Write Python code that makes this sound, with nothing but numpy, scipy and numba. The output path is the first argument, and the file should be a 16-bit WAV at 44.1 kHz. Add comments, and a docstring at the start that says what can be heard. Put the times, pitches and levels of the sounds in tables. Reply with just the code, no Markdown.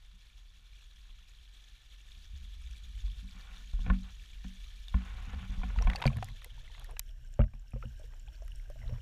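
"""A hand-held pole sways, shakes and knocks as it lowers a small camera in a sealed plastic case into a pond.
Sines and low noise make the pole; each knock is a thump, panel ring and crack in the case's modes.
Splashing from pipes is shaped noise and ringing drops, skin rubs in tiny slips and a far pump hums.
Water slaps, snaps and gurgles as noise bursts and blips; short rising tones are bubbles, case rings and a snap.
Below, the panels ring lower and the splash is dull."""
import sys
import numpy as np
from scipy import signal
from scipy.fft import rfft, irfft, next_fast_len
from scipy.io import wavfile
from numba import njit

SR = 44100
rng = np.random.default_rng(int(sys.argv[2]) if len(sys.argv) > 2 else 0)


def bounce(signal):
    """Save signal as a 16-bit WAV file at the path given by the first command-line argument."""
    frames = np.transpose(np.atleast_2d(signal))
    limited = np.clip(frames, -1, 1)
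    pcm = np.round(limited * 32767).astype(np.int16)
    wavfile.write(sys.argv[1], SR, pcm)


N = 397341
T = np.arange(N) / SR

# All table levels are relative, before each layer's own trims.
# The hand on the pole, joined by lines: t/s, sway level/dB, tremor level/dB
HAND_MOTION = [(0, -57.5, -75.5), (1.9, -57.5, -77), (2.3, -53, -69.5), (2.85, -53, -69.5), (3.0, -42, -54),
               (3.15, -51, -61), (3.4, -51, -57), (3.7, -51, -69.5), (3.89, -45, -37), (4.12, -50.5, -63.5),
               (4.8, -50.5, -73), (5.2, -43, -53), (5.55, -51.5, -46.5), (5.87, -29, -43.5),
               (6.05, -65, -49), (6.2, -49, -38.5), (6.4, -49, -62), (7.3, -48.5, -63), (7.5, -58, -71),
               (7.85, -50.5, -58), (8.5, -45, -84), (8.8, -44.5, -55), (8.9, -41.5, -45.5),
               (9.01, -46.5, -49)]
# Skin sliding on the pole: start t/s, length/s, level/dB
SKIN_SLIDES = [(3.34, .29, -65), (3.845, 0.11, -60), (4.041, 0.058, -63), (4.944, 0.26, -59),
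               (5.197, 0.27, -57.5), (5.508, 0.054, -56.5), (5.623, .31, -60.5), (6.123, 0.17, -67.5)]
# Spectrum of the rubbing skin: f/Hz, level/dB
RUB_SPECTRUM = [(180, -27), (300, -5.5), (606, -7), (749, -2), (857, 0), (1350, 2), (1650, 0), (3000, -1),
                (3900, -39), (6600, -120)]
# Ringing modes of the plastic case: dry f/Hz, level/dB, dry t60/s
CASE_MODES = [(505, 5, 0.043), (756, 5, 0.039), (1080, 6.5, 0.036), (1466, 5.5, 0.019), (1753, -1, 0.04),
              (2316, 11.5, 0.0046), (3300, 4, 0.015)]
# Spectrum of the splash through air: f/Hz, level/dB
AIR_SPECTRUM = [(150, -18), (250, -10.5), (913, -18), (1760, -10), (2060, -11.5), (3510, 1), (4870, -11.5),
                (6650, -12.5), (12600, -34), (15500, -16.5)]
# Resonant humps on the splash through air: f/Hz, width/Hz, level/dB
AIR_HUMPS = [(1760, 79, 9), (2306, 90, 8.5), (2640, 230, 1), (3370, 83, 3), (5730, 130, 5), (6660, 61, 6.5),
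             (10240, 1530, 8), (12360, 1800, 12.5)]
# Spectrum of the splash through water: f/Hz, level/dB
WATER_SPECTRUM = [(150, -70), (250, 4), (1120, -26), (1590, -2), (1990, -9), (2950, -2.5), (4960, -12),
                  (5600, -6.5), (13700, -28.5), (15500, -19)]
# Resonant humps on the splash through water: f/Hz, width/Hz, level/dB
WATER_HUMPS = [(642, 94, 17), (1500, 530, 6.5), (2990, 600, 3.5), (5510, 140, 10), (7340, 430, 4),
               (9370, 220, 6.5), (13600, 4200, 15)]
# Splash heard through the water, joined by lines: t/s, level/dB
SPLASH_WATER_LEVEL = [(6.9, -65.5), (7.3, -69), (7.5, -72.5), (7.75, -68.5), (8.0, -66.5), (9, -66)]
# Knocks on the pole: t/s, crack level/dB, thump level/dB, thump f/Hz, panel level/dB
POLE_KNOCKS = [(1.091, -64, -53.5, 31.7, -75.5), (2.167, -67, -59, 71, -71), (2.33, -75, -44, 68, -70),
               (2.43, -75, -46, 46.7, -68.5), (2.56, -74, -49.5, 61.4, -79), (2.64, -74, -48.5, 61.4, -74),
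               (2.699, -72, -44, 52.3, -72), (2.821, -74, -47, 59.3, -87), (3.036, -59, -32, 47.4, -73),
               (3.077, -55, -58, 38.5, -70), (3.165, -63, -41, 48.9, -68), (3.24, -56.5, -43, 45.9, -60.5),
               (3.345, -60, -56, 41.8, -61), (3.733, -48.5, -26.5, 40, -61), (3.789, -49, -28.5, 39.8, -54),
               (3.863, -35, -54, 44.3, -51), (3.878, -36, -32, 31.3, -38.5),
               (3.9, -21.5, -15.5, 42.8, -32.5), (4.444, -45.5, -38.5, 45.8, -46),
               (4.882, -60, -67, 33, -87), (4.942, -30.5, -18.5, 55, -37), (5.27, -60, -47, 50, -51.5),
               (5.332, -40.5, -39, 66.3, -52), (5.491, -54, -33.5, 42.6, -50), (5.579, -68, -29, 31.7, -68),
               (5.633, -31, -32, 50.3, -43.5), (5.772, -60, -27.5, 55.6, -48.5),
               (5.871, -21.5, -21.5, 52.6, -39.5), (6.054, -20, -24.5, 46.3, -22.5),
               (6.16, -47, -33.5, 103, -40.5), (7.391, -47, -25, 78.2, -23), (7.404, -31, -16.5, 45.8, -37),
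               (7.535, -48, -42, 37.4, -52.5), (7.734, -44.5, -34, 47, -39.5),
               (7.85, -52, -42.5, 60.6, -42.5)]
# Short rising tones at the case (bubbles, case ringing and a bright snap): t/s, level/dB, starting f/Hz
CASE_TONES = [(4.883, -33, 3600), (5.616, -40.5, 1000), (5.761, -36, 930), (5.811, -35, 690),
              (5.824, -32, 1020), (5.823, -31.5, 5600), (5.871, -31, 960), (5.899, -25, 1940),
              (5.915, -34, 1800), (5.933, -31, 1970), (5.951, -27, 800), (5.959, -23.5, 4470),
              (5.964, -31.5, 2620), (6.018, -26.5, 926), (6.023, -27, 3660), (6.04, -22.5, 980),
              (6.055, -18.5, 530), (6.066, -22.5, 4490), (6.076, -21.5, 2310), (6.102, -36, 1080),
              (6.131, -40, 2490), (6.184, -39, 695), (6.226, -25, 745), (6.286, -41, 2020),
              (6.444, -40, 2020), (6.462, -47, 487), (6.579, -50, 915), (6.678, -43.5, 2020),
              (6.699, -51, 900), (6.749, -41.5, 2000), (6.797, -44, 3200), (6.846, -42, 1810),
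              (6.894, -52, 504), (6.933, -47.5, 470), (6.968, -38.5, 1630), (6.995, -38, 3860),
              (7.392, -17.5, 546), (7.415, -34, 562), (7.438, -39, 566), (7.76, -37.5, 488),
              (7.826, -35, 1280), (7.837, -41.5, 484), (7.997, -44.5, 585), (8.016, -48.5, 570),
              (8.039, -48, 450), (8.28, -50.5, 790), (8.421, -42, 610), (8.7, -38, 553),
              (8.758, -45.5, 606), (8.816, -47, 1930), (8.826, -47, 1950), (8.839, -48.5, 600),
              (8.893, -43, 468), (8.909, -44, 565), (8.924, -44, 556)]
# Gurgle at the case, joined by lines: t/s, level/dB
GURGLE_LEVEL = [(5.35, -105), (5.55, -71.5), (5.85, -53), (6.1, -59.5), (6.32, -76), (6.6, -77.5),
                (6.9, -67), (7.05, -87), (7.45, -77), (7.65, -86.5), (8.1, -79), (8.6, -80), (8.9, -69),
                (9, -67.5)]
# Water slapping the case: t/s, level/dB
WATER_SLAPS = [(5.787, -29), (5.822, -36), (5.899, -23), (5.933, -31), (5.958, -30), (6.017, -28),
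               (6.023, -22), (6.039, -27), (6.055, -27), (6.066, -33), (6.076, -23), (6.169, -37),
               (6.184, -37.5), (6.226, -30.5), (6.286, -43), (6.419, -44), (6.445, -43.5), (6.749, -45),
               (6.779, -43.5), (6.967, -38), (6.994, -29), (7.415, -32), (7.438, -42.5), (7.826, -41),
               (8.136, -46), (8.479, -47), (8.893, -44)]
# Bright snaps of water at the seams: t/s, level/dB
SEAM_SNAPS = [(5.822, -54), (5.987, -44), (6.007, -41), (6.066, -36), (6.169, -35.5), (6.244, -29.5),
              (6.286, -44), (6.419, -48), (6.445, -28), (6.796, -38), (6.844, -37), (6.994, -12.5),
              (8.479, -42), (8.7, -45)]

# the case touches the water, is covered, then the microphone port floods
TOUCH_S, COVER_S, SUNK_S = 6.0, 0.04, 6.89
# water slows the pole
SWAY_DRY_HZ, SWAY_WET_HZ = 43.4, 34.15
SHUDDER_DB, PANEL_DRIVE_DB = -2, -48.5   # against the tremor
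SLIDE_RISE_S, SLIDE_FALL_S, SKIN_REST_DB = 0.013, 0.0075, -79
RUB_RING_WIDTH_HZ, RUB_RING_DB = 61, 5.5   # the slips make the case modes sing
# splash through air, louder as the pole turns to the pipes
SPLASH_FAR_DB, SPLASH_NEAR_DB, NEARING_S = -67, -61, 3.28
# water creeps over the port and shuts out part of the treble
CLOSING_S, CLOSING_OVER_S, CLOSING_HZ, CLOSING_SHARE = 6.62, 0.18, 4100, 0.34
PUMP_HZ, PUMP_AIR_DB, PUMP_WATER_DB = 120, -76, -62
# water load lowers and damps the panels; the first sags on with depth
PANEL_DRY_HZ, PANEL_WET_HZ, PANEL_SAG_HZ_PER_S = 187.8, 128.3, 4.3
SECOND_DRY_HZ, SECOND_WET_HZ, SECOND_PANEL_DB = 237.2, 217.5, -6
PANEL_DRY_T60_S, PANEL_WET_T60_S = 0.31, 0.17   # first panel
FLOODED_PITCH = 0.72   # pitch factor of the case modes once sunk
# t60 at the reference level; harder thumps die sooner: dB of t60 lost per dB
THUMP_T60_S, THUMP_REF_DB, THUMP_SHORTENS = 0.27, -31.5, 0.36
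RATTLE_S = 0.0039   # decay time constant
# t60 at the reference pitch; higher case tones die sooner
TONE_T60_S, TONE_REF_HZ, TONE_LAW = 0.033, 1000, 0.43
DEEP_RING = 1.4   # case tones ring this much longer deep under
RISE, DEEP_RISE = 0.042, 0.22   # share of its pitch a case tone climbs in half its t60
MUFFLED_S, MUFFLED_HZ = 7.1, 3000   # deep under, water dulls knocks, case tones and slaps
CLIP_LEVEL, CUTOFF_HZ = .19, 15900   # ceiling of the swings (1 = full scale); top of the treble


def from_db(db):
    """Decibels to gain."""
    return 10 ** (np.asarray(db) / 20)


def rms_one(x):
    """Scale to rms 1."""
    return x / np.sqrt(np.mean(x ** 2) + 1e-20)


def in_time(rows):
    """Columns of a table joined by straight lines in time."""
    s, *columns = np.transpose(rows)
    return [np.interp(T, s, c) for c in columns]


def step(s, over_s):
    """A soft step from 0 to 1 centred on time s."""
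    return .5 + .5 * np.tanh((T - s) / (2 * over_s))


def covered(dry, wet):
    """A quantity that passes from its dry to its wet value as the water covers the case."""
    return dry + (wet - dry) * step(TOUCH_S, COVER_S)


def wetness():
    """0 with the microphone port in air, 1 once it has flooded."""
    return step(SUNK_S, 0.03)


def filtered(x, order, hz, kind="low"):
    """Butterworth filter at hz, or between two edges."""
    return signal.sosfilt(signal.butter(order, hz, kind, fs=SR, output="sos"), x)


def drift(rate):
    """Slow random wander of rms 1, smoothed more at lower rates."""
    r = np.exp(-80 * np.pi * rate / SR)   # one point per 40 samples
    slow = signal.lfilter([1], [1, -2 * r, r * r], rng.standard_normal(N // 40 + 2002))[2000:]
    return np.interp(np.arange(N) / 40, np.arange(len(slow)), rms_one(slow))


def coloured(x, spectrum, peaks=()):
    """Give x a spectrum with resonant humps; rms 1."""
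    size = next_fast_len(N)
    hz = np.maximum(np.arange(size // 2 + 1) * SR / size, 1)
    spectrum_hz, spectrum_db = np.transpose(spectrum)
    db = np.interp(np.log(hz), np.log(spectrum_hz), spectrum_db)
    for centre_hz, width, peak_db in peaks:
        db = db + peak_db / (1 + (2 * (hz - centre_hz) / width) ** 2)
    return rms_one(irfft(rfft(x, size) * from_db(db), size)[:N])


def grains(per_s, spread_db):
    """Random clicks of uneven size; rms 1."""
    sizes = from_db(spread_db * np.minimum(rng.exponential(1, N), 5)) * rng.choice([-1, 1], N)
    return rms_one(sizes * (rng.random(N) < per_s / SR))


@njit
def ring(force, turn, r):
    """A mode whose pitch and loss may move; a unit click rings at height 1."""
    out, state = np.zeros(len(force)), 0j
    for i in range(len(force)):
        state = state * r[i] * np.exp(1j * turn[i]) + force[i]
        out[i] = state.imag
    return out


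def mode(force, hz, t60):
    """Ring a mode of given pitch and decay."""
    return ring(force, 2 * np.pi * hz / SR, from_db(-60 / (t60 * SR)))


def add(out, s, sound):
    """Mix a short sound in at time s."""
    at = round(s * SR)
    out[at:at + len(sound)] += sound[:N - at]


def pole():
    """The pole sways at an unsteady pitch over a looser shake; faster shudders ride above."""
    sway_db, tremor_db = in_time(HAND_MOTION)
    sway_hz = covered(SWAY_DRY_HZ, SWAY_WET_HZ) * from_db(drift(12.26))
    sway = np.sin(2 * np.pi * np.cumsum(sway_hz) / SR)
    white = rng.standard_normal((2, N))
    shake = rms_one(filtered(white[0], 3, [16, 55], "band"))
    shudder = rms_one(filtered(white[1], 3, [55, 105], "band"))
    swaying = from_db(sway_db + 3.5) * (1.1 * sway + 0.67 * shake)
    return swaying + from_db(tremor_db + SHUDDER_DB + 2.8 * drift(18)) * shudder


def rubbing():
    """Skin slides on the pole in tiny slips: each slide rises, holds and stops."""
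    level = from_db(SKIN_REST_DB) * (1 - wetness())
    for s, length, db in SKIN_SLIDES:
        held = step(s, SLIDE_RISE_S) * (1 - step(s + length, SLIDE_FALL_S))
        level = level + from_db(db) * held
    humps = [(hz, RUB_RING_WIDTH_HZ, RUB_RING_DB) for hz, *_ in CASE_MODES]
    slips = coloured(grains(2500, 2.0), RUB_SPECTRUM, humps)
    return level * from_db(2.0 * drift(33)) * slips


def droplets(per_s, low_hz, high_hz, cycles, spread_db, tilt):
    """Random drops, each ringing for some cycles at one of 16 pitches."""
    clicks, dealt = grains(per_s, spread_db) + 1e-18, rng.integers(0, 16, N)
    out = 0
    for k, hz in enumerate(np.geomspace(low_hz, high_hz, 16)):
        r, w = from_db(-60 * hz / (cycles * SR)), 2 * np.pi * hz / SR
        drop = signal.lfilter([0, np.sin(w)], [1, -2 * r * np.cos(w), r * r], clicks * (dealt == k))
        soft = r ** 4   # a wider twin resonance rounds the onset
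        twin = [1, -2 * soft * np.cos(w), soft * soft]
        out = out + hz ** tilt * signal.lfilter([1 - soft], twin, np.sin(w) * drop)
    return rms_one(out)


def splash():
    """Hiss and ringing drops, heard through the port in air, then through the walls under water."""
    wet, whiten = wetness(), [1, -.5]   # whiten tips the drops toward the treble
    air_drops = signal.lfilter(whiten, 1, droplets(500, 1258, 8900, 28.0, 2.44, 0.36))
    water_drops = signal.lfilter(whiten, 1, droplets(300, 992, 9800, 28.0, 4.3, 0.58))
    air = coloured(rng.standard_normal(N) + 0.76 * air_drops, AIR_SPECTRUM, AIR_HUMPS)
    water = coloured(rng.standard_normal(N) + 0.85 * water_drops, WATER_SPECTRUM, WATER_HUMPS)
    closing = CLOSING_SHARE * step(CLOSING_S, CLOSING_OVER_S)
    shut = signal.sosfiltfilt(signal.butter(6, CLOSING_HZ, fs=SR, output="sos"), air)
    air = (1 - closing) * air + closing * shut
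    air_db = np.interp(T, [0, NEARING_S], [SPLASH_FAR_DB, SPLASH_NEAR_DB])
    water_db = in_time(SPLASH_WATER_LEVEL)[0]
    through_air = (1 - wet) * from_db(air_db + 1.74 * drift(26)) * air
    return through_air + wet * from_db(water_db + 1.7 * drift(18)) * water


def pump():
    """A far pump hums as a sine; the water carries it stronger and less steadily."""
    water_gain_db = PUMP_WATER_DB - PUMP_AIR_DB + 5.6 * drift(4)
    return from_db(PUMP_AIR_DB + wetness() * water_gain_db) * np.sin(2 * np.pi * PUMP_HZ * T)


def knocks():
    """Each knock is a rattling crack in the case, a kick to its panels and a thump that builds within a cycle."""
    thumps, kicks, cracks, t = np.zeros(N), np.zeros(N), np.zeros(N), T[:SR // 2]
    rattle = rng.standard_normal((len(POLE_KNOCKS), 3000))
    for (s, crack_db, thump_db, hz, panel_db), noise in zip(POLE_KNOCKS, rattle):
        t60 = THUMP_T60_S * from_db(THUMP_SHORTENS * (THUMP_REF_DB - thump_db))
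        swell = (1 - np.exp(-t / 0.0053)) * from_db(-60 * t / t60)
        # thump and kick follow the crack by 2.5 ms
        add(thumps, s + 0.0025, -from_db(thump_db + 6.5) * swell * np.sin(2 * np.pi * hz * t))
        add(kicks, s + 0.0025, -from_db(panel_db + 6.5) * np.hanning(90) / 45)
        add(cracks, s, from_db(crack_db - 33) * noise * np.exp(-t[:3000] / RATTLE_S))
    # the grip never rests
    tremor = rms_one(filtered(grains(90, 4.0), 2, 120))
    kicks = kicks + from_db(in_time(HAND_MOTION)[1] + PANEL_DRIVE_DB + 3.3 * drift(4.8)) * tremor
    return thumps + panel_ring(kicks) + case_ring(filtered(cracks, 3, [560, 2800], "band"))


def panel_ring(kicks):
    """Two panel modes ring to the kicks; the water load lowers and damps them."""
    first_hz = covered(PANEL_DRY_HZ, PANEL_WET_HZ) - PANEL_SAG_HZ_PER_S * np.maximum(T - TOUCH_S, 0)
    second_hz = covered(SECOND_DRY_HZ, SECOND_WET_HZ)
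    t60 = covered(PANEL_DRY_T60_S, PANEL_WET_T60_S)
    second = from_db(SECOND_PANEL_DB) * mode(kicks, second_hz, 0.77 * t60)
    return filtered(mode(kicks, first_hz, t60) + second, 4, 310)


def case_ring(cracks):
    """The case modes ring to the cracks, lower and shorter once sunk."""
    load = 1 - (1 - FLOODED_PITCH) * wetness()
    return sum(from_db(db) * mode(cracks, hz * load, t60 * load ** 2) for hz, db, t60 in CASE_MODES)


def case_tones():
    """Bubbles, case ringing and a bright snap: short decaying tones of rising pitch, blurred by band noise."""
    out, t = np.zeros(N), T[:SR // 8]
    noise = rng.standard_normal((len(CASE_TONES), len(t)))
    for (s, db, hz), blur in zip(CASE_TONES, noise):
        longer, rise = (DEEP_RING, DEEP_RISE) if s > MUFFLED_S else (1, RISE)
        t60 = TONE_T60_S * (TONE_REF_HZ / hz) ** TONE_LAW * longer
        fade = from_db(-60 * t / t60) * (1 - np.exp(-t * hz / 0.12))
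        tone = np.sin(2 * np.pi * hz * (t + rise * t ** 2 / t60))
        blur = rms_one(filtered(blur, 1, [hz / 1.4, hz * 1.6], "band"))
        add(out, s, from_db(db) * fade * (0.57 * tone + 0.087 * blur))
    return out


def gurgle():
    """Small bubbles slip off the case, each a short soft blip, in a wash of slopping water; the level wavers."""
    out, t = np.zeros(N), T[:SR // 30]
    for when, size, loud, lasting in rng.random((1500, 4)):
        hz = 430 * 7.06 ** (size ** 1.16)
        length = 0.8 / hz * (1 + 3.5 * lasting ** 2)
        blip = np.sin(2 * np.pi * hz * (t + 0.015 * t ** 2 / length))
        add(out, 5.5 + 3.5 * when, from_db(-16 * loud) * blip * t / length * np.exp(-t / length))
    slosh = filtered(rng.standard_normal(N), 2, [330, 1400], "band")
    slosh = rms_one(slosh * from_db(3.0 * drift(30)))
    wash = rms_one((rms_one(out) + slosh) * from_db(4.0 * drift(14)))
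    return from_db(in_time(GURGLE_LEVEL)[0]) * wash


def bursts(rows, low_hz, high_hz, peak_s):
    """Short bursts of noise in a band, each envelope at its height after peak_s."""
    out, t = np.zeros(N), T[:SR // 20] / peak_s
    noise = filtered(rng.standard_normal((len(rows), len(t))), 3, [low_hz, high_hz], "band")
    for (s, db), burst in zip(rows, noise):
        add(out, s, from_db(db) * burst * np.e * t * np.exp(-t))
    return out


def slaps():
    """Water slaps the case: mid-band bursts of noise."""
    return bursts(WATER_SLAPS, 800, 3100, peak_s=0.0014)


def snaps():
    """Water snaps at the seams: shorter, brighter bursts of noise."""
    return bursts(SEAM_SNAPS, 3600, 13800, peak_s=0.00063) * from_db(-11)


def scene():
    """Pole, case, water and a far pump."""
    struck = knocks() + case_tones() + slaps()
    struck = np.where(T < MUFFLED_S, struck, filtered(struck, 6, MUFFLED_HZ))
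    return (pole() + rubbing() + splash() + pump() + struck + gurgle() + snaps())[None]


def record(dry):
    """The loudest swings flatten; the top is cut."""
    flat = dry / (1 + np.abs(dry / CLIP_LEVEL) ** 4) ** .25
    return signal.sosfilt(signal.cheby2(12, 70, CUTOFF_HZ, fs=SR, output="sos"), flat)


dry = scene()
out = record(dry)
bounce(out)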